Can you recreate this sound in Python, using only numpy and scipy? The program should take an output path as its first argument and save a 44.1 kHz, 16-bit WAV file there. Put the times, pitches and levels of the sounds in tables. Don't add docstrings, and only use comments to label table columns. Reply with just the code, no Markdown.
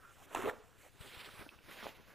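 import sys
import numpy as np
from scipy import signal
from scipy.fft import rfft, irfft, next_fast_len
from scipy.io import wavfile
from scipy.ndimage import uniform_filter1d

SR = 44100
rng = np.random.default_rng(int(sys.argv[2]) if len(sys.argv) > 2 else 0)


def boost_factor(decibels):
    exponent = np.asarray(decibels, float) / 20
    return 10 ** exponent


def materialize(psi):
    bounded = np.clip(np.atleast_2d(psi).T, -1, 1)
    quanta = np.round(bounded * 32767).astype(np.int16)
    wavfile.write(sys.argv[1], SR, quanta)


N = 94594

# frequency [Hz], level [dB].
FIBRE_HISS = [(3000, -36.5), (5200, -11.5), (7000, -14), (9000, -17), (11000, -18), (15500, -19)]
# frequency [Hz], level [dB].
SPLIT_HISS = [(2500, -3), (5000, -2.5), (7000, 3.5), (10000, -6), (15500, -10)]


def evened(x):
    return x / np.sqrt(np.mean(x ** 2) + 1e-20)


def read(points, hz):
    f, value = np.transpose(points)
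    return np.interp(np.log(hz + 1), np.log(f + 1), value)


def add(mix, s, sound):
    part = mix[round(s * SR):][:len(sound)]
    part += sound[:len(part)]


def coloured(x, points):
    hz = np.abs(np.fft.fftfreq(4096, 1 / SR))
    log_gain = np.log(boost_factor(read(points, hz)))
    taps = np.fft.ifft(np.exp(np.conj(signal.hilbert(log_gain)))).real[:2048]
    return signal.oaconvolve(x, taps / np.linalg.norm(taps))[:len(x)]


def resonate(x, hz, width):
    turn = np.exp(2j * np.pi * np.cumsum(hz * np.ones(len(x))) / SR)
    r = np.exp(-np.pi * width / SR)
    return 2 * (turn * signal.lfilter([1 - r], [1, -r], x / turn + 1e-18)).real


def grains(length, per_s, spread_db):
    hit, size, sign = rng.random((length, 3)).T
    large = -np.log(size + .03)
    return evened((hit < per_s / SR) * boost_factor(spread_db * large) * np.sign(sign - .5))


def patchy(x, patch_db, flicker_db):
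    z = signal.stft(x, nperseg=256, noverlap=192)[2]
    a = rng.standard_normal(z.shape[::-1]).T
    over_pitch = uniform_filter1d(a, size=5, axis=0)
    patches = evened(uniform_filter1d(over_pitch, size=24, axis=1))
    flicker = evened(uniform_filter1d(a[0], size=14))
    z = z * boost_factor(patch_db * patches + flicker_db * flicker)
    return evened(signal.istft(z, nperseg=256, noverlap=192)[1][:len(x)])


def room_tone():
    # frequency [Hz], level [dB].
    air = [(25, 8.5), (60, 6.5), (120, 12), (200, -6.5), (450, -8.5), (1200, -25), (4500, -21.5),
           (15500, -49)]
    return boost_factor(-64) * coloured(patchy(rng.standard_normal(N), 0.74, 0.12), air)


def hands():
    # time [s], effort [dB], dull bulk [dB], fine fibre hiss [dB].
    handling = [(0, -75, 8.5, 9.5), (.16, -67.5, 4, 3.5), (0.272, -67.5, 4, -1), (0.344, -57.5, 7.5, 5),
                (.53, -66, 13, 1), (.61, -69.5, 3.5, 2), (.74, -75.5, 9.5, 6.5), (.92, -73.5, -3, 6),
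                (.99, -66.5, -5, 2), (1.012, -57, -1, 3.5), (1.11, -57.5, -1, 1), (1.277, -56.5, 4.5, -0.5),
                (1.318, -59, -12, -0.5), (1.408, -57.5, 6.5, 4), (1.45, -66, 6, 6.5), (1.618, -72, 3, 3.5),
                (1.69, -59, 2.5, 1.5), (1.892, -54.5, -31, 0.5), (1.943, -68.5, 6, 3.5),
                (2.14, -69, 9, -1.5)]
    # frequency [Hz], level [dB].
    sheet_colour = [(300, 0), (900, -1.5), (1500, -1), (2700, 1), (3800, -3.5), (5200, -20), (8000, -33)]
    # frequency [Hz], level [dB].
    bulk_colour = [(40, -26.5), (150, 2.5), (430, -1), (900, -7.5), (1500, -4), (2500, -20), (5000, -57)]
    t = np.arange(N) / SR
    s, *cols = np.transpose(handling)
    effort, dull, fine = (np.interp(t, s, c) for c in cols)
    drive = grains(N, 9000, 1.7)
    sheet = coloured(patchy(drive, 1.96, 0.33), sheet_colour)
    bulk = coloured(patchy(grains(N, 3000, 0.97), 2.9, 3.2), bulk_colour)
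    rubbing = drive + 0.45 * rng.standard_normal(N)
    fibre = coloured(patchy(rubbing, 2.34, 0.19), FIBRE_HISS)
    return boost_factor(effort) * (sheet + boost_factor(dull - 3.5) * bulk + boost_factor(fine - 7.5) * fibre)


def roll():
    # start [s], length [s], level [dB], resonance [Hz], width [Hz].
    swish = (.005, .155, -61, 1330, 340)
    s, length, db, hz, width = swish
    u = np.arange(0, length, 1 / SR) / length
    drive = grains(len(u), 7000, 1.1)
    hollow = evened(resonate(resonate(drive, hz, width), hz, 2 * width))
    return s, boost_factor(db) * np.sin(np.pi * u ** 0.65) ** 1.5 * hollow


def stroke(s, length, db, hz, hiss_db):
    t = np.arange(0, length, 1 / SR)
    width = hz / 0.97
    drive = grains(len(t), 7000, 3.9)
    body = evened(resonate(resonate(drive, hz, width), hz, width))
    swell = np.sin(np.pi * (t / length) ** 1.24) ** 0.57
    return s, boost_factor(db) * swell * (body + boost_factor(hiss_db) * coloured(drive, FIBRE_HISS))


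def crack():
    # start [s], level [dB], t60 [s].
    burst = (.3472, -43, .013)
    s, db, t60 = burst
    t = np.arange(0, t60, 1 / SR)
    envelope = boost_factor(db - 60 * t / t60) * np.minimum(t / 0.0016, 1) ** 2
    return s, 4 * envelope * coloured(rng.standard_normal(len(t)), SPLIT_HISS)


def snap(s, db, hz, t60):
    t = np.arange(0, 1.5 * t60, 1 / SR)
    onset = (1 - np.exp(-t * hz * 2.8)) ** 2
    return s, -2 * boost_factor(db - 60 * t / t60) * onset * np.sin(2 * np.pi * hz * t)


def bump(s, db, hz):
    cycles = 1.2
    u = np.arange(0, cycles / hz, 1 / SR) * hz
    return s, -boost_factor(db) * np.sin(np.pi * u / cycles) * np.sin(2 * np.pi * u)


def tear(curve):
    # time [s], crackle [dB], sheet tone [dB].
    bridges = [(.354, -3, 8), (0.3588, 6, 3), (0.3617, 3, 5.5), (0.3658, 2, -2), (.3695, 6, 4),
               (.373, 6, -2), (0.3792, 7, -3), (0.385, 3.5, -5), (.3912, 3, 10), (0.3988, 2, -7),
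               (0.403, 2, -7), (.4083, -9, -6), (0.415, 7, -6), (0.4214, 6.5, -15), (0.429, 4, -4),
               (.4318, -0.5, -12), (.44, 2.5, 6.5), (0.4472, 1, 0), (.452, -10, -5), (.457, 2, 2.5),
               (.46, 3, -3), (.465, -9, 2), (0.4681, 2.5, 0), (.474, -4.5, 8), (0.4784, 3, -9),
               (0.4834, 5, 5), (0.4874, 0, 8), (0.4925, -8, -6), (0.4949, 5, -9), (0.4993, -2, 0),
               (0.5042, 6, -7), (.5105, 4, 12), (1.8161, -7, -14), (1.822, -3, -11), (1.828, 4, 7),
               (1.835, 2, -2), (1.8421, -1, -4), (1.8518, 4, 3), (1.858, 5, 7), (1.8671, -1, -7),
               (1.8755, -2, -1), (1.883, 2, -2), (1.889, 0, -3)]
    # frequency [Hz], level [dB].
    crackle_colour = [(150, 1.5), (270, -3.5), (700, 1.5), (1100, 5), (1700, -2.5), (2500, -7), (3800, -13),
                      (5200, -24.5)]
    fall_s, between = .0045, .55
    s, *cols = np.transpose(curve)
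    t = np.arange(s[0], s[-1], 1 / SR)
    pull, hz, crackle, hiss = (np.interp(t, s, c) for c in cols)
    at, crackle_db, tone_db = np.transpose(bridges)[..., None]
    fall = np.where(t > at, np.exp(-abs(t - at) / fall_s), 0)

    def bunches(db):
        return evened(between + uniform_filter1d((boost_factor(db) * fall).sum(0), size=20))

    bunch, surge = bunches(crackle_db), bunches(tone_db)
    first = 3.0 * (abs(t - at - .0005) < 2 / SR).sum(0)
    pops = grains(len(t), 1000, 2.5) + 0.6 * rng.standard_normal(len(t))
    width = hz.mean() / 2
    tone = evened(resonate(resonate((pops + first) * surge, hz, width), hz, 2 * width))
    fine = bunch * evened(0.55 * pops + 0.26 * first + 0.81 * grains(len(t), 4000, 0.91))
    crackling = boost_factor(crackle) * coloured(fine, crackle_colour)
    splitting = boost_factor(hiss) * coloured(bunch * grains(len(t), 4200, 1.1), SPLIT_HISS)
    return s[0], boost_factor(pull) * (tone + crackling + splitting)


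def body_echo(paper):
    # time [s], centre of the dip [Hz].
    shadow = [(0, 4900), (.6, 4630), (0.952, 5450), (1.05, 5650), (1.42, 7330), (1.55, 7500), (2.14, 8400)]
    wobble_hz = 130 * evened(uniform_filter1d(rng.standard_normal(N), size=2500))
    dip_hz = np.interp(np.arange(N) / SR, *np.transpose(shadow)) + wobble_hz
    shaded = paper - 0.7 * resonate(paper, dip_hz, 2000)
    return shaded + 0.34 * resonate(shaded, 1.49 * dip_hz, 1820)


def room(x):
    # frequency [Hz], t60 [s].
    decay = [(200, 0.28), (500, 0.53), (1400, 0.55), (3700, 0.22), (9700, 0.22)]
    taps = np.zeros(SR // 2)
    at = np.arange(300, len(taps) - 20, 20)
    taps[at + rng.integers(0, 20, len(at))] = rng.choice([-1., 1.], len(at))
    hz, t, z = signal.stft(taps, SR, nperseg=256)
    dying = boost_factor(-60 * t / read(decay, hz)[:, None])
    tail = signal.istft(z * dying, SR, nperseg=256)[1]
    return signal.fftconvolve(x, tail / np.linalg.norm(tail))[:N]


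def scene():
    # start [s], length [s], level [dB], centre [Hz], fibre hiss [dB].
    strokes = [(0.173, 0.063, -63.5, 830, -6.5), (0.768, 0.13, -65, 1880, -2),
               (0.825, 0.064, -63, 527, -16), (0.217, 0.046, -67.5, 2524, 2.5),
               (1.005, 0.034, -63.5, 2670, -10), (1.045, 0.063, -59.5, 3100, -12),
               (1.115, 0.055, -55.5, 2760, -11), (1.183, 0.041, -53, 2650, -12.5),
               (1.19, .03, -56, 3050, -25), (1.232, 0.041, -54.5, 3300, -11),
               (1.258, 0.018, -57, 1500, -16), (1.371, 0.063, -57.5, 1500, -17),
               (1.51, 0.045, -62.5, 1290, -27), (1.302, 0.09, -66.5, 554, -24),
               (1.697, 0.055, -57.5, 2195, -4.5), (1.759, 0.087, -56, 1670, -11.5),
               (1.826, 0.035, -56, 3580, -21), (1.942, 0.035, -63.5, 2350, -6.5),
               (2.054, 0.089, -68.5, 2020, -1.5)]
    # start [s], peak [dB], pitch [Hz], t60 [s].
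    first_slips = [
        (.3476, -23.5, 900, .0045),
        (.3487, -22.5, 880, .004),
        (.3498, -14.5, 760, .0033),
    ]
    # start [s], peak [dB], pitch [Hz], t60 [s].
    snaps = [(0.3494, -38, 460, 0.0095), (0.36, -31.5, 1660, 0.0075), (.3483, -38, 3100, 0.004),
             (.3525, -40, 450, .012), (0.36, -39.5, 1356, .03), (0.39, -45.5, 377, 0.16),
             (0.48, -32, 1040, 0.0066), (0.437, -39.5, 248.6, 0.056), (0.4966, -32, 1780, .011),
             (0.83, -62.5, 4400, 0.018), (1.463, -42.5, 276, 0.022), (1.4645, -48, 670, 0.011),
             (1.4635, -54, 1530, 0.015), (1.4907, -49, 2600, 0.019), (1.4908, -50.5, 3250, 0.0077),
             (1.4908, -63, 3900, .005), (1.589, -54, 2650, 0.0071), (1.59, -62, 1410, 0.0077),
             (1.609, -61, 520, .015), (1.7132, -43, 1800, 0.0067), (1.8281, -33, 1220, 0.004),
             (1.829, -45, 216, 0.041), (1.868, -40.5, 2800, 0.0033), (1.8422, -41, 1180, 0.012),
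             (.4568, -54, 3700, .008), (.4915, -51, 3750, .012), (0.35, -40, 2660, 0.012),
             (.512, -48, 980, .015), (1.8669, -15, 627, 0.0026)]
    # time [s], pull [dB], sheet tone [Hz], crackle [dB], hiss [dB].
    rip = [
        (.3515, -50, 398, 22, -16),
        (.356, -53.5, 393, 9.5, -16),
        (.375, -49, 366, 2.5, -14),
        (.41, -56.5, 400, 12, -3.5),
        (.455, -38.5, 393, -3.5, -49),
        (.485, -37.5, 462, -3.5, -55),
        (.499, -46.5, 493, 5.5, -47),
        (.503, -53.5, 600, 7, -28),
        (.53, -64, 700, -12, -33),
    ]
    # time [s], pull [dB], sheet tone [Hz], crackle [dB], hiss [dB].
    squeeze = [
        (1.815, -63, 450, 3, -15),
        (1.83, -61, 423, 2.2, -18),
        (1.85, -59, 503, 2.3, -21),
        (1.875, -53.5, 450, 1.2, -11),
        (1.9, -91, 450, 2, -8),
    ]
    # start [s], peak [dB], pitch [Hz].
    bumps = [(0.35, -51, 39.4), (0.384, -45, 109), (0.486, -42.5, 113), (1.004, -41, 96.5),
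             (1.168, -45.5, 86), (1.337, -48.5, 128), (1.391, -45, 105), (1.408, -49.5, 62.4),
             (1.484, -55, 55.56), (1.558, -53, 80), (1.853, -47.5, 120)]
    paper, close = hands(), np.zeros(N)
    events = [roll(), crack(), tear(rip), tear(squeeze)]
    events += [stroke(*row) for row in strokes]
    events += [snap(*row) for row in first_slips + snaps]
    for event in events:
        add(paper, *event)
    for row in bumps:
        add(close, *bump(*row))
    shaded = body_echo(paper)
    one = shaded + boost_factor(-18.5) * room(shaded) + close + room_tone()
    return np.array([one, one])


def band_limit(x):
    return signal.sosfilt(signal.butter(12, 15680, fs=SR, output="sos"), x)


def record(dry):
    low_cut_hz, low_cut_q, right_db = 245, .71, 2.6
    merge_hz, align_hz, edge_hz = 14000, 950, 15560
    size = next_fast_len(N + 8192)
    hz = np.fft.rfftfreq(size, 1 / SR)
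    u = 1j * hz / low_cut_hz
    cut = u ** 2 / (1 + u / low_cut_q + u ** 2)
    lead = np.angle(cut) / (1 + (hz / align_hz) ** 6)
    lift = boost_factor(right_db / (1 + (hz / merge_hz) ** 4))
    right = irfft(rfft(dry[1], size) * abs(cut) * lift * np.exp(1j * lead), size)[:N]
    own_noise = boost_factor(-87.0) * rng.standard_normal((2, N))
    both = np.array([dry[0], right]) + own_noise
    both = irfft(rfft(both, size) * (hz < edge_hz), size)[:, :N]
    return band_limit(both)


dry = scene()
out = record(dry)
materialize(out)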